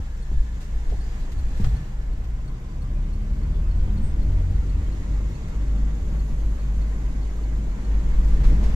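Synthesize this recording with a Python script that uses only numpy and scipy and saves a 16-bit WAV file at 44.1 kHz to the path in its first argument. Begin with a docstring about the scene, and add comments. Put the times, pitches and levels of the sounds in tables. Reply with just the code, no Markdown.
"""An engine climbs through its multiples as a car gathers speed, heard at two ports inside the cabin.
It is a sum of sines locked to the firing rate; below it lie body shake, a drumming floor and tyre roar
made of shaped noise. A wheel squeaks as paired sines, trim clatters in noise bursts and blows ring the
panels. Narrow noise bands give far insects, a cicada, a whine and creaks; with some pure tone, a bird
and a squeal."""
import sys
import numpy as np
from scipy import signal
from scipy.fft import rfft, irfft
from scipy.io import wavfile
from scipy.ndimage import uniform_filter1d

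SR = 44100
rng = np.random.default_rng(int(sys.argv[2]) if len(sys.argv) > 2 else 0)


def dump(signal):
    """Clip the signal to [-1, 1] and save it as 16-bit WAV at the path in sys.argv[1]."""
    limited = np.clip(np.atleast_2d(signal).T, -1, 1)
    pcm = np.round(limited * 32767).astype(np.int16)
    wavfile.write(sys.argv[1], SR, pcm)


N = 385862

# What the two ports share: [f/Hz, left-right likeness] and [f/Hz, left minus right level/dB]
LIKENESS = [(25, .9995), (60, .999), (130, .985), (280, .88), (620, .5), (1350, .35), (2900, .15)]
TILT = [(60, .4), (200, .8), (500, .5), (1200, -.6), (2300, -.2), (4200, -2.3), (8000, 2.4), (12000, 0)]
LEFT_LAG_S = 0.0002
EDGE_HZ = 14270  # upper band limit
# The microphones' own hiss: [f/Hz, relative density level/dB]
SELF_NOISE = [(7000, -11), (9500, -9), (14600, 9)]
SELF_NOISE_DB = -77

# Far insect chorus: [t/s, level/dB], before panning
CHORUS = [(0, -73.5), (1.1, -69.5), (1.58, -70), (1.83, -76), (2.5, -77), (3.46, -78.5), (5.04, -69),
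          (8.75, -69)]
CHORUS_HZ, CHORUS_HZ_PER_S = 6960, -25.5
# Single sounds: (start t/s, rise t/s, hold t/s, fall t/s, peak level/dB, f/Hz), level before panning
CICADA = (5.85, .27, .4, 1.5, -70.5, 11450)
BIRD = (.98, .04, .075, .2, -65, 4000)
SQUEAL = (4.0, .045, .03, .065, -59, 8250)
CICADA_HZ_PER_S = -600
# Slur of the bird: [t/s from its start, f/Hz above its first pitch]
BIRD_ARCH = [(0, 0), (.055, 900), (.11, 970), (.165, 600), (.27, 520)]
# Faint creaks of the dashboard: [start t/s, rise t/s, hold t/s, fall t/s, peak level/dB, f/Hz]
CREAKS = [(2.93, .02, .03, .04, -61, 2420), (3.5, .03, .06, .05, -65, 3420),
          (3.6, 0.029, .04, .06, -63, 2590), (4.694, .03, .04, .04, -62, 2640),
          (4.849, .01, .02, .02, -59, 3190), (5.1, 0.047, 0.19, 0.11, -64, 2120),
          (5.32, .02, .03, .03, -66, 2630)]
QUIET_DB = -13  # where a swell starts and ends, relative to its peak
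# Faint whine that comes and goes: [t/s, level/dB before trim and panning, f/Hz]
WHINE = [(0, -74, 1700), (.15, -64, 1710), (.35, -66, 1715), (.5, -62, 1720), (.6, -63, 1710),
         (.67, -63, 1760), (.78, -66, 1730), (1.2, -67, 1720), (1.35, -63, 1720), (1.46, -68, 1710),
         (1.54, -61, 1710), (1.68, -66, 1730), (1.8, -63, 1750), (1.96, -62, 1710), (2.07, -66, 1735),
         (2.3, -80, 1730)]
WHINE_TRIM_DB, WHINE_ROUGH_DB = -1.0, -64  # trim of the whine; noise around it

# Trim shaken by bumps: [t/s, 2-9 kHz level/dB, brightness in dB per octave, rise t/s, t60/s]
RATTLES = [(0.604, -50, -3, .006, 0.29), (.896, -52, -7, .004, 0.21), (1.317, -48, -4, 0.0022, .13),
           (1.565, -52, -2, .01, .3), (1.6, -50, -3, .006, .2), (1.643, -38, -8, .0006, .075),
           (1.652, -52, -2, 0.0082, 0.28), (2.238, -52, -6, .006, 0.11), (5.48, -56, 1, 0.0039, .12),
           (8.265, -53, -1, .02, 0.37), (8.425, -39, -7.5, 0.03, 0.24), (8.462, -58, 6, 0.014, 0.28),
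           (8.621, -44, -5.5, 0.022, 0.33)]
RATTLE_PAN_DB = -0.5
# Wheel squeaks: [t/s, level/dB of the fundamental before panning, f/Hz]
SQUEAKS = [(.2224, -56, 4330), (.6194, -64, 4300), (1.0071, -55, 4320), (1.3867, -53, 4390),
           (1.7629, -55.5, 4360), (2.1256, -59, 4350), (2.4769, -56, 4350), (2.8165, -55.5, 4320),
           (3.129, -55.5, 4320), (3.4266, -58, 4380), (3.709, -56, 4330), (3.9722, -52.5, 4300),
           (4.2208, -54, 4260), (4.6927, -56.5, 4310), (4.9217, -56, 4310), (5.1345, -57.5, 4320),
           (5.3514, -57.5, 4290), (5.7753, -60, 4380), (5.9761, -63, 4420), (6.1904, -55, 4310),
           (6.3984, -64, 4320), (6.5944, -57, 4360), (6.8149, -57.5, 4300), (7.223, -55.5, 4340),
           (7.433, -58, 4365), (7.8461, -54.5, 4370)]
SQUEAK_S, SQUEAK_PAN_DB = 0.021, -5.5
SQUEAK_SAG, SQUEAK_SLIP = 0.026, 0.007  # share of the pitch lost over a squeak, and its unsteadiness
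# The octave, relative to the fundamental at t = 0, fades as the car gathers speed
OCTAVE_LEFT_DB, OCTAVE_RIGHT_DB, OCTAVE_DB_PER_S = 4, -8, -1.6

# Dull blows from the suspension: [t/s, panel ring level/dB, thud ring level/dB, t60/s]
KNOCKS = [(0.316, -47.5, -28, 0.2), (.895, -47, -43, 0.13), (.921, -38, -40, .17), (1.071, -53, -43, 0.1),
          (1.6, -49, -22.5, 0.36), (1.643, -42, -31, 0.13), (1.668, -47, -26.5, 0.32),
          (1.712, -53.5, -32, 0.4), (1.744, -64, -30.5, 0.88), (8.44, -47, -34, 0.25),
          (8.524, -44, -27.5, 0.4), (8.623, -39, -41, 0.41)]
# Modes of the door panels, then of the floor under a blow: [f/Hz, relative level/dB, width/Hz]
PANEL_MODES = [(270, -7, 38), (410, 6, 52), (644, -10, 120), (800, -5, 90), (520, -16, 290)]
THUD_MODES = [(77, 3.5, 1.5), (116, -1.5, 20), (153, -20, 26), (199.8, -3.5, 6.5)]
BLOW_DB = 7  # peak of the first swing above the rms of the noise-driven ring

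# Road noise over time: [t/s, shake of the body level/dB, boom of the floor pan level/dB]
BODY = [(0, -41, -31.5), (.24, -35, -42), (.36, -18, -31.5), (.56, -45, -38), (.72, -28.5, -39),
        (.8, -24, -37), (.94, -25.5, -34), (1.3, -32, -51), (1.4, -22, -29.5), (1.55, -31, -32),
        (1.74, -15, -32), (1.85, -50, -52), (2, -27, -48), (2.25, -33, -30), (2.55, -30, -46),
        (2.8, -39, -29), (3.6, -29, -30.5), (4.5, -23, -35), (4.6, -31, -25.5), (5, -27.5, -29),
        (5.4, -31.5, -31), (5.9, -25.5, -35), (6.05, -30.5, -29), (6.43, -24.5, -36.5), (7.45, -30, -41.5),
        (8.2, -20, -30.5), (8.55, -17, -26), (8.75, -19, -24)]
# [t/s, tyre roar level/dB, tyre hiss level/dB]
TYRES = [(0, -45, -53), (.7, -43, -52), (1.2, -41, -49), (1.35, -42, -52), (1.6, -39, -48), (1.7, -43, -48),
         (1.92, -42.5, -52.5), (2.3, -41.5, -52.5), (3.1, -39.5, -51), (4, -36, -49.5), (5, -37, -48.5),
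         (6.1, -35.5, -49.5), (6.6, -37.5, -49), (7.2, -37.5, -48.5), (7.7, -37, -49), (8.1, -34.5, -47),
         (8.5, -31, -44.5), (8.75, -31.5, -44.5)]
# Spectra of shake, boom, roar, hiss and air rush: [f/Hz, relative density level/dB]
SHAKE = [(5, -41), (8, -1), (16, -7), (24, -4.5), (34, -8.5), (46, -8), (58, -14)]
BOOM = [(40, -12), (50, -0.5), (62, -3.5), (80, -7.5), (100, -17.5), (125, -26)]
ROAR = [(56, -27), (95, -1.5), (140, 4), (173, -2.5), (200, -0.5), (242, -7.5), (279, -6), (374, -13),
        (435, -14.5), (559, -22.5), (602, -14), (655, -23), (700, -24.5), (910, -57), (1540, -120)]
HISS = [(240, -14.5), (400, -9.5), (439, -1.5), (560, -6.5), (605, -17.5), (652, -10), (785, -6),
        (899, -6.5), (1010, -7), (1340, -11), (2120, -12), (2330, -17.5), (2620, -19.5), (2900, -25.5),
        (3900, -38), (6600, -120)]
RUSH = [(1290, -12.5), (2200, -4), (2810, -3), (3270, -3.5), (5440, -8), (7170, -8), (8830, -14),
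        (9500, -19.5), (12400, -18), (14600, -22.5)]
LURCH_DB, LURCH_PER_S = 1.5, 5.0  # patches in the road make shake and boom lurch
RUSH_DB, RUSH_FOLLOWS, HISS_MEAN_DB = -57, 0.97, -49.5  # air rush rises with the hiss by this share
RUSH_EARLY_DB, RUSH_EARLY_S = 2.5, 2.07  # and is a little stronger until this time
# One drumming note of the floor pan: [t/s, f/Hz, level/dB]
DRUM = [(0, 53, -31), (.25, 53, -35), (.45, 53.5, -30.5), (.65, 53, -35), (.8, 53.3, -29), (1.0, 54, -35),
        (1.3, 54.5, -36), (1.43, 53.5, -23.5), (1.56, 53, -33), (1.72, 50.5, -26), (1.88, 50.7, -44),
        (2.0, 51.5, -33), (2.35, 51.5, -27.5), (2.55, 52, -35), (3.0, 53, -34), (3.35, 54, -33),
        (3.5, 53.5, -24), (3.68, 54, -26.5), (3.85, 54, -36), (4.3, 54, -40)]
DRUM_END_S = 4.3

# Engine: [t/s, firing rate f/Hz, firing tone level/dB, second multiple level/dB]
ENGINE = [(0, 26.08, -30.5, -45), (1.2, 27.0, -32, -45), (2, 28.0, -32, -46), (2.65, 31.05, -34.5, -40),
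          (3, 33.3, -23, -34), (3.2, 34.8, -27, -33), (3.45, 36.8, -24, -28), (3.7, 38.8, -21, -29.5),
          (4.07, 41.9, -24, -29), (4.17, 42.8, -24, -42), (4.33, 43.9, -23.5, -25.5),
          (4.52, 45, -25, -26.5), (4.62, 45.8, -25, -44), (4.75, 46.7, -25, -36), (5, 47.87, -28.5, -37),
          (5.28, 48.88, -23, -41), (5.43, 49.5, -41, -48), (5.55, 49.9, -25.5, -40),
          (5.86, 50.5, -19.5, -55), (5.99, 50.6, -30, -50), (6.07, 50.7, -21.5, -47),
          (6.55, 51, -25.5, -50), (6.83, 51, -19.5, -50), (6.92, 50.8, -26.5, -50),
          (7.27, 50.8, -22.5, -52), (7.37, 50.7, -31, -52), (7.45, 50.7, -24.5, -52),
          (7.78, 50.7, -26, -52), (7.92, 50.7, -19, -48), (8.02, 50.7, -23.5, -46),
          (8.35, 50.7, -18.5, -46), (8.45, 50.8, -26, -46), (8.54, 51, -17, -44), (8.64, 51.6, -26, -44),
          (8.75, 52.2, -29, -44)]
# Further multiples: [multiple of the firing rate, relative level/dB]
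HIGHER = [(1.5, -6), (3, -7), (4, -7.5), (5, -12.5), (6, -12.5), (12, -30)]
# Air modes of the cabin: [f/Hz, gain level/dB]
CABIN = [(20, -20), (100, -4.5), (132, 0.5), (150, -1.5), (175, -8), (208, 2), (240, -9), (290, -6.5),
         (600, -14)]
CRUISE_DB, PULL_DB_PER_HZ_S = -43, 1.05  # base of these multiples, and dB for each Hz/s of climb


def amp(db):
    """Definition of level: dB to amplitude gain."""
    return 10 ** (np.asarray(db) / 20)


def evened(x):
    """Normalisation of power: scaled to rms 1."""
    return x / np.sqrt(np.mean(x ** 2) + 1e-20)


def read(points, hz):
    """Logarithmic interpolation: a table over frequency, joined on a log axis."""
    f, value = np.transpose(points)
    return np.interp(np.log(hz + 1), np.log(f + 1), value)


def curves(rows):
    """Linear interpolation: the columns of a table at every sample."""
    s, *columns = np.transpose(rows)
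    return [np.interp(np.arange(N) / SR, s, column) for column in columns]


def wander(per_s):
    """Low-pass filtering of white noise: slow chance of rms 1, with its cutoff in Hz."""
    return evened(signal.lfilter(*signal.butter(2, per_s, fs=SR), rng.standard_normal(N)))


def panned(x, db):
    """Interaural level difference: left louder than right by db."""
    return x * amp(np.array([[db / 2], [-db / 2]]))


def lagged(x):
    """Interaural time difference: a low tone reaches the left port slightly late."""
    return panned(np.array([np.roll(x, round(LEFT_LAG_S * SR)), x]), db=0.55)


def add(mix, s, sound):
    """Superposition: mixes a sound in at time s."""
    part = mix[:, round(s * SR):][:, :sound.shape[1]]
    part += sound[:, :part.shape[1]]


def swell(start, rise, hold, fall, db):
    """Amplitude envelope: gain rises from quiet to db, holds and falls back."""
    t, end = np.arange(N) / SR, start + rise + hold + fall
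    level_db = np.interp(t, [start, start + rise, end - fall, end], [QUIET_DB, 0, 0, QUIET_DB])
    soft_ends = np.clip(np.minimum(t - start, end - t) / 0.02, 0, 1)
    return amp(db + level_db) * soft_ends


def noise(spectrum, size, patchy_db, flicker_db, streak_db=0.47):
    """Partial coherence: random spectra in drifting patches, as two ports hear a spread-out source."""
    frames, hz = 4 * N // size + 5, np.fft.rfftfreq(size, 1 / SR)
    a, b, c, d, patches, streaks = rng.standard_normal((frames, len(hz), 6)).T
    # Narrow cabin resonances that come and go
    streaks = evened(uniform_filter1d(streaks, size=frames // 10, axis=1, mode="wrap"))
    patches = uniform_filter1d(patches, size=8, axis=0)
    patches = evened(uniform_filter1d(patches, size=6, axis=1))
    flicker = evened(uniform_filter1d(rng.standard_normal(frames), size=3))

    same = np.clip(read(LIKENESS, hz), 0, 1)[:, None]
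    left = a + 1j * b
    ahead = np.exp(2j * np.pi * hz * LEFT_LAG_S)[:, None]
    right = ahead * (same * left + np.sqrt(1 - same ** 2) * (c + 1j * d))
    tilt = amp(read(TILT, hz) / 2)[:, None]

    inside = (hz >= spectrum[0][0]) & (hz <= spectrum[-1][0])
    level_db = read(spectrum, hz)[:, None] + patchy_db * patches
    level_db = level_db + streak_db * streaks + flicker_db * flicker
    z = np.array([left * tilt, right / tilt]) * inside[:, None] * amp(level_db)
    return evened(signal.istft(z, nperseg=size, noverlap=3 * size // 4)[1][:, :N])


def band(hz, width_hz, steady=0.):
    """Frequency shifting of low-pass noise, unrelated at the ports; steady is the share of pure tone."""
    z = rng.standard_normal((2, N)) + 1j * rng.standard_normal((2, N))
    z = signal.lfilter(*signal.butter(2, width_hz / 2, fs=SR), z)
    z = z / np.sqrt(np.mean(abs(z) ** 2))
    pure = np.exp(1j * np.array([[0], [1.3]]))  # a fixed phase between the ports
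    z = steady * pure + (1 - steady) * z
    carrier = np.exp(2j * np.pi * np.cumsum(hz) / SR)
    return evened((z * carrier).real)


def tone(sound, blur_hz, pan_db, steady, bend=((0, 0),)):
    """Narrow-band modulation: a thin tone blurred by a width, its pitch bent by a small table."""
    hz = sound[5] + np.interp(np.arange(N) / SR - sound[0], *np.transpose(bend))
    return panned(swell(*sound[:5]) * band(hz, blur_hz, steady), pan_db)


def insects():
    """Incoherent summation: a far chorus is one smooth band; a cicada sinks as the car passes."""
    t = np.arange(N) / SR
    chorus_gain = amp(curves(CHORUS)[0] + 0.5 * wander(per_s=20.0))
    chorus = chorus_gain * band(CHORUS_HZ + CHORUS_HZ_PER_S * t, width_hz=1200)
    cicada_hz = CICADA[5] + CICADA_HZ_PER_S * (t - CICADA[0])
    cicada_gain = swell(*CICADA[:5]) * amp(1.0 * wander(per_s=40.0))
    return panned(chorus, db=-17.5) + cicada_gain * band(cicada_hz, width_hz=950)


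def bird():
    """Frequency modulation: one nearly pure note slurs up and part of the way back."""
    flutter = amp(1.2 * wander(per_s=28.0))
    return flutter * tone(BIRD, blur_hz=60, pan_db=3.0, steady=0.72, bend=BIRD_ARCH)


def squeal():
    """Narrow bandwidth gives definite pitch: one brief, thin high squeal."""
    return tone(SQUEAL, blur_hz=10, pan_db=3.0, steady=0.8)


def creaks():
    """Random amplitude within a narrow band: each faint dashboard creak is a blurred pitch."""
    return sum(tone(creak, blur_hz=150, pan_db=0., steady=0.) for creak in CREAKS)


def whine():
    """Tone in noise: a narrow, fluttering band within rough noise, louder at the left port."""
    db, hz = curves(WHINE)
    rough = amp(WHINE_ROUGH_DB) * band(hz, width_hz=400)
    rough = rough * np.clip(2.2 - np.arange(N) / SR, 0, 0.3) / 0.3  # gone by 2.2 s
    gain = amp(db + WHINE_TRIM_DB + 2.0 * wander(per_s=15.0))
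    return panned(gain * band(hz, width_hz=35, steady=0.45) + rough, db=9.0)


def trim():
    """Impact excitation: each bump shakes loose a short burst of tiny clatter."""
    out, t = np.zeros((2, N)), np.arange(8192) / SR
    hz = np.fft.rfftfreq(8192, 1 / SR)
    for s, db, bright_db, rise_s, t60 in RATTLES:
        grain_gain = amp(0.92 * rng.standard_normal(8192 // 64).repeat(64))
        grains = rng.standard_normal((2, 8192)) * grain_gain
        colour = amp(bright_db * np.log2(hz / 1000 + 0.054)) * hz ** 2 / (hz ** 2 + 900 ** 2)
        colour = colour * amp(np.interp(hz, [8000, 9600], [0, -7.0]))  # the ports dull the top
        colour = colour / np.sqrt(np.mean(colour ** 2 * (hz > 2000) * (hz < 9000)))
        burst = irfft(rfft(grains) * colour)
        attack = np.sin(np.pi / 2 * np.minimum(t / rise_s, 1)) ** 2
        add(out, s, panned(amp(db) * burst * attack * amp(-60 * t / t60), RATTLE_PAN_DB))
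    return out


def wheel():
    """Friction-driven oscillation: a rubbing spot squeaks briefly with its octave, sagging a little."""
    out, t = np.zeros((2, N)), np.arange(round(SQUEAK_S * SR)) / SR
    shape = signal.windows.tukey(len(t), 0.7)
    for s, db, hz in SQUEAKS:
        unsteady = evened(uniform_filter1d(rng.standard_normal(len(t)), size=90))
        bend = 1 + SQUEAK_SAG * (0.5 - t / SQUEAK_S) + SQUEAK_SLIP * unsteady
        turn = 2 * np.pi * hz * np.cumsum(bend) / SR
        fade_db = OCTAVE_DB_PER_S * s
        left = np.sin(turn) + amp(OCTAVE_LEFT_DB + fade_db) * np.sin(2 * turn)
        right = np.sin(turn + 1.5) + amp(OCTAVE_RIGHT_DB + fade_db) * np.sin(2 * turn + 2.1)
        squeak = amp(db + 1.7 * unsteady) * shape * np.array([left, right])
        add(out, s - 0.003, panned(squeak, SQUEAK_PAN_DB))
    return out


def ring(modes, apart):
    """Modal superposition: modes swing out together, then noise partly unrelated at the ports rings on."""
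    f, t = np.fft.rfftfreq(8192, 1 / SR), np.arange(8192) / SR
    colour = sum(amp(db) / (1 + ((f - hz) / width) ** 2) for hz, db, width in modes)
    shared, own = rng.standard_normal(8192), rng.standard_normal((2, 8192))
    swing = np.zeros(8192)
    for hz, db, width in modes:
        swing_hz = hz * rng.uniform(0.81, 1.05)
        swing -= amp(db) * np.sin(2 * np.pi * swing_hz * t) * np.exp(-np.pi * width * t)
    ringing = evened(irfft(rfft(shared + apart * own) * colour))
    return ringing + amp(BLOW_DB) * swing / np.abs(swing).max()


def knocks():
    """Impulse response: a blow sets the floor and the door panels ringing for a moment."""
    out, t = np.zeros((2, N)), np.arange(8192) / SR
    for s, panel_db, thud_db, t60 in KNOCKS:
        panels = amp(panel_db) * ring(PANEL_MODES, apart=1.0)
        thud = amp(thud_db) * ring(THUD_MODES, apart=0.097)
        envelope = amp(-60 * t / t60) * (1 - np.exp(-t / 0.0006))
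        add(out, s, (panels + thud) * envelope)
    return out


def road():
    """Random excitation: body shake and boom, tyre roar and hiss, and air rushing past the windows."""
    shake_db, boom_db = curves(BODY)
    roar_db, hiss_db = curves(TYRES)
    early = np.clip((RUSH_EARLY_S - np.arange(N) / SR) / 0.23, 0, 1)
    rush_db = RUSH_DB + RUSH_FOLLOWS * (hiss_db - HISS_MEAN_DB) + RUSH_EARLY_DB * early
    shake_db = shake_db + LURCH_DB * wander(LURCH_PER_S)
    boom_db = boom_db + LURCH_DB * wander(LURCH_PER_S)
    return (amp(shake_db) * noise(SHAKE, size=8192, patchy_db=-0.5, flicker_db=0.5)
            + amp(boom_db) * noise(BOOM, size=8192, patchy_db=-0.5, flicker_db=1.6)
            + amp(roar_db) * noise(ROAR, size=4096, patchy_db=0.65, flicker_db=-0.92)
            + amp(hiss_db) * noise(HISS, size=2048, patchy_db=0.94, flicker_db=1.0, streak_db=2.0)
            + amp(rush_db) * noise(RUSH, size=1024, patchy_db=1.33, flicker_db=0.5, streak_db=1.5))


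def drum():
    """Forced resonance: the road keeps one low floor mode going while the firing tone climbs towards it."""
    hz, db = curves(DRUM)
    turn = 2 * np.pi * np.cumsum(hz) / SR + 2 * np.pi * rng.random()
    x = np.sqrt(2) * amp(db + 1.0 * wander(per_s=17.0)) * np.sin(turn)
    fade = np.clip((DRUM_END_S - np.arange(N) / SR) / 0.35, 0, 1)
    return lagged(x * fade)


def engine():
    """Harmonic series: uneven burning wavers the multiples of the firing rate; cabin air lifts some."""
    hz, first_db, second_db = curves(ENGINE)
    climb_hz_per_s = uniform_filter1d(np.gradient(hz) * SR, size=SR // 2)
    higher_db = CRUISE_DB + PULL_DB_PER_HZ_S * climb_hz_per_s
    hz = hz * (1 + 0.0027 * wander(per_s=4.1))
    turn = 2 * np.pi * np.cumsum(hz) / SR

    def multiple(k, level_db):
        """Phase locking: one multiple keeps its ratio to the firing tone from a random start."""
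        return amp(level_db) * np.sin(k * turn + 2 * np.pi * rng.random())

    x = multiple(1, first_db + 0.75 * wander(per_s=13.0))
    x = x + multiple(2, second_db + 1.5 * wander(per_s=6.0))
    for k, db in HIGHER:
        x = x + multiple(k, higher_db + db + read(CABIN, k * hz) + 3.5 * wander(per_s=5.0))
    return lagged(np.sqrt(2) * x)  # the levels are rms


def scene():
    """Superposition of pressures: everything that reaches the two ports."""
    background = insects() + bird() + squeal() + creaks() + whine()
    return background + trim() + wheel() + knocks() + road() + drum() + engine()


def record(dry):
    """Transducer noise and bandwidth: the microphones add their own hiss; then soft ends, band limit."""
    wet = dry + amp(SELF_NOISE_DB) * noise(SELF_NOISE, size=512, patchy_db=2.0, flicker_db=7.0)
    wet = wet * signal.windows.tukey(N, 0.0005)
    low_pass = signal.firwin(1023, EDGE_HZ, window=("kaiser", 10), fs=SR)
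    return signal.oaconvolve(wet, low_pass[None], "same")


dry = scene()
out = record(dry)
dump(out)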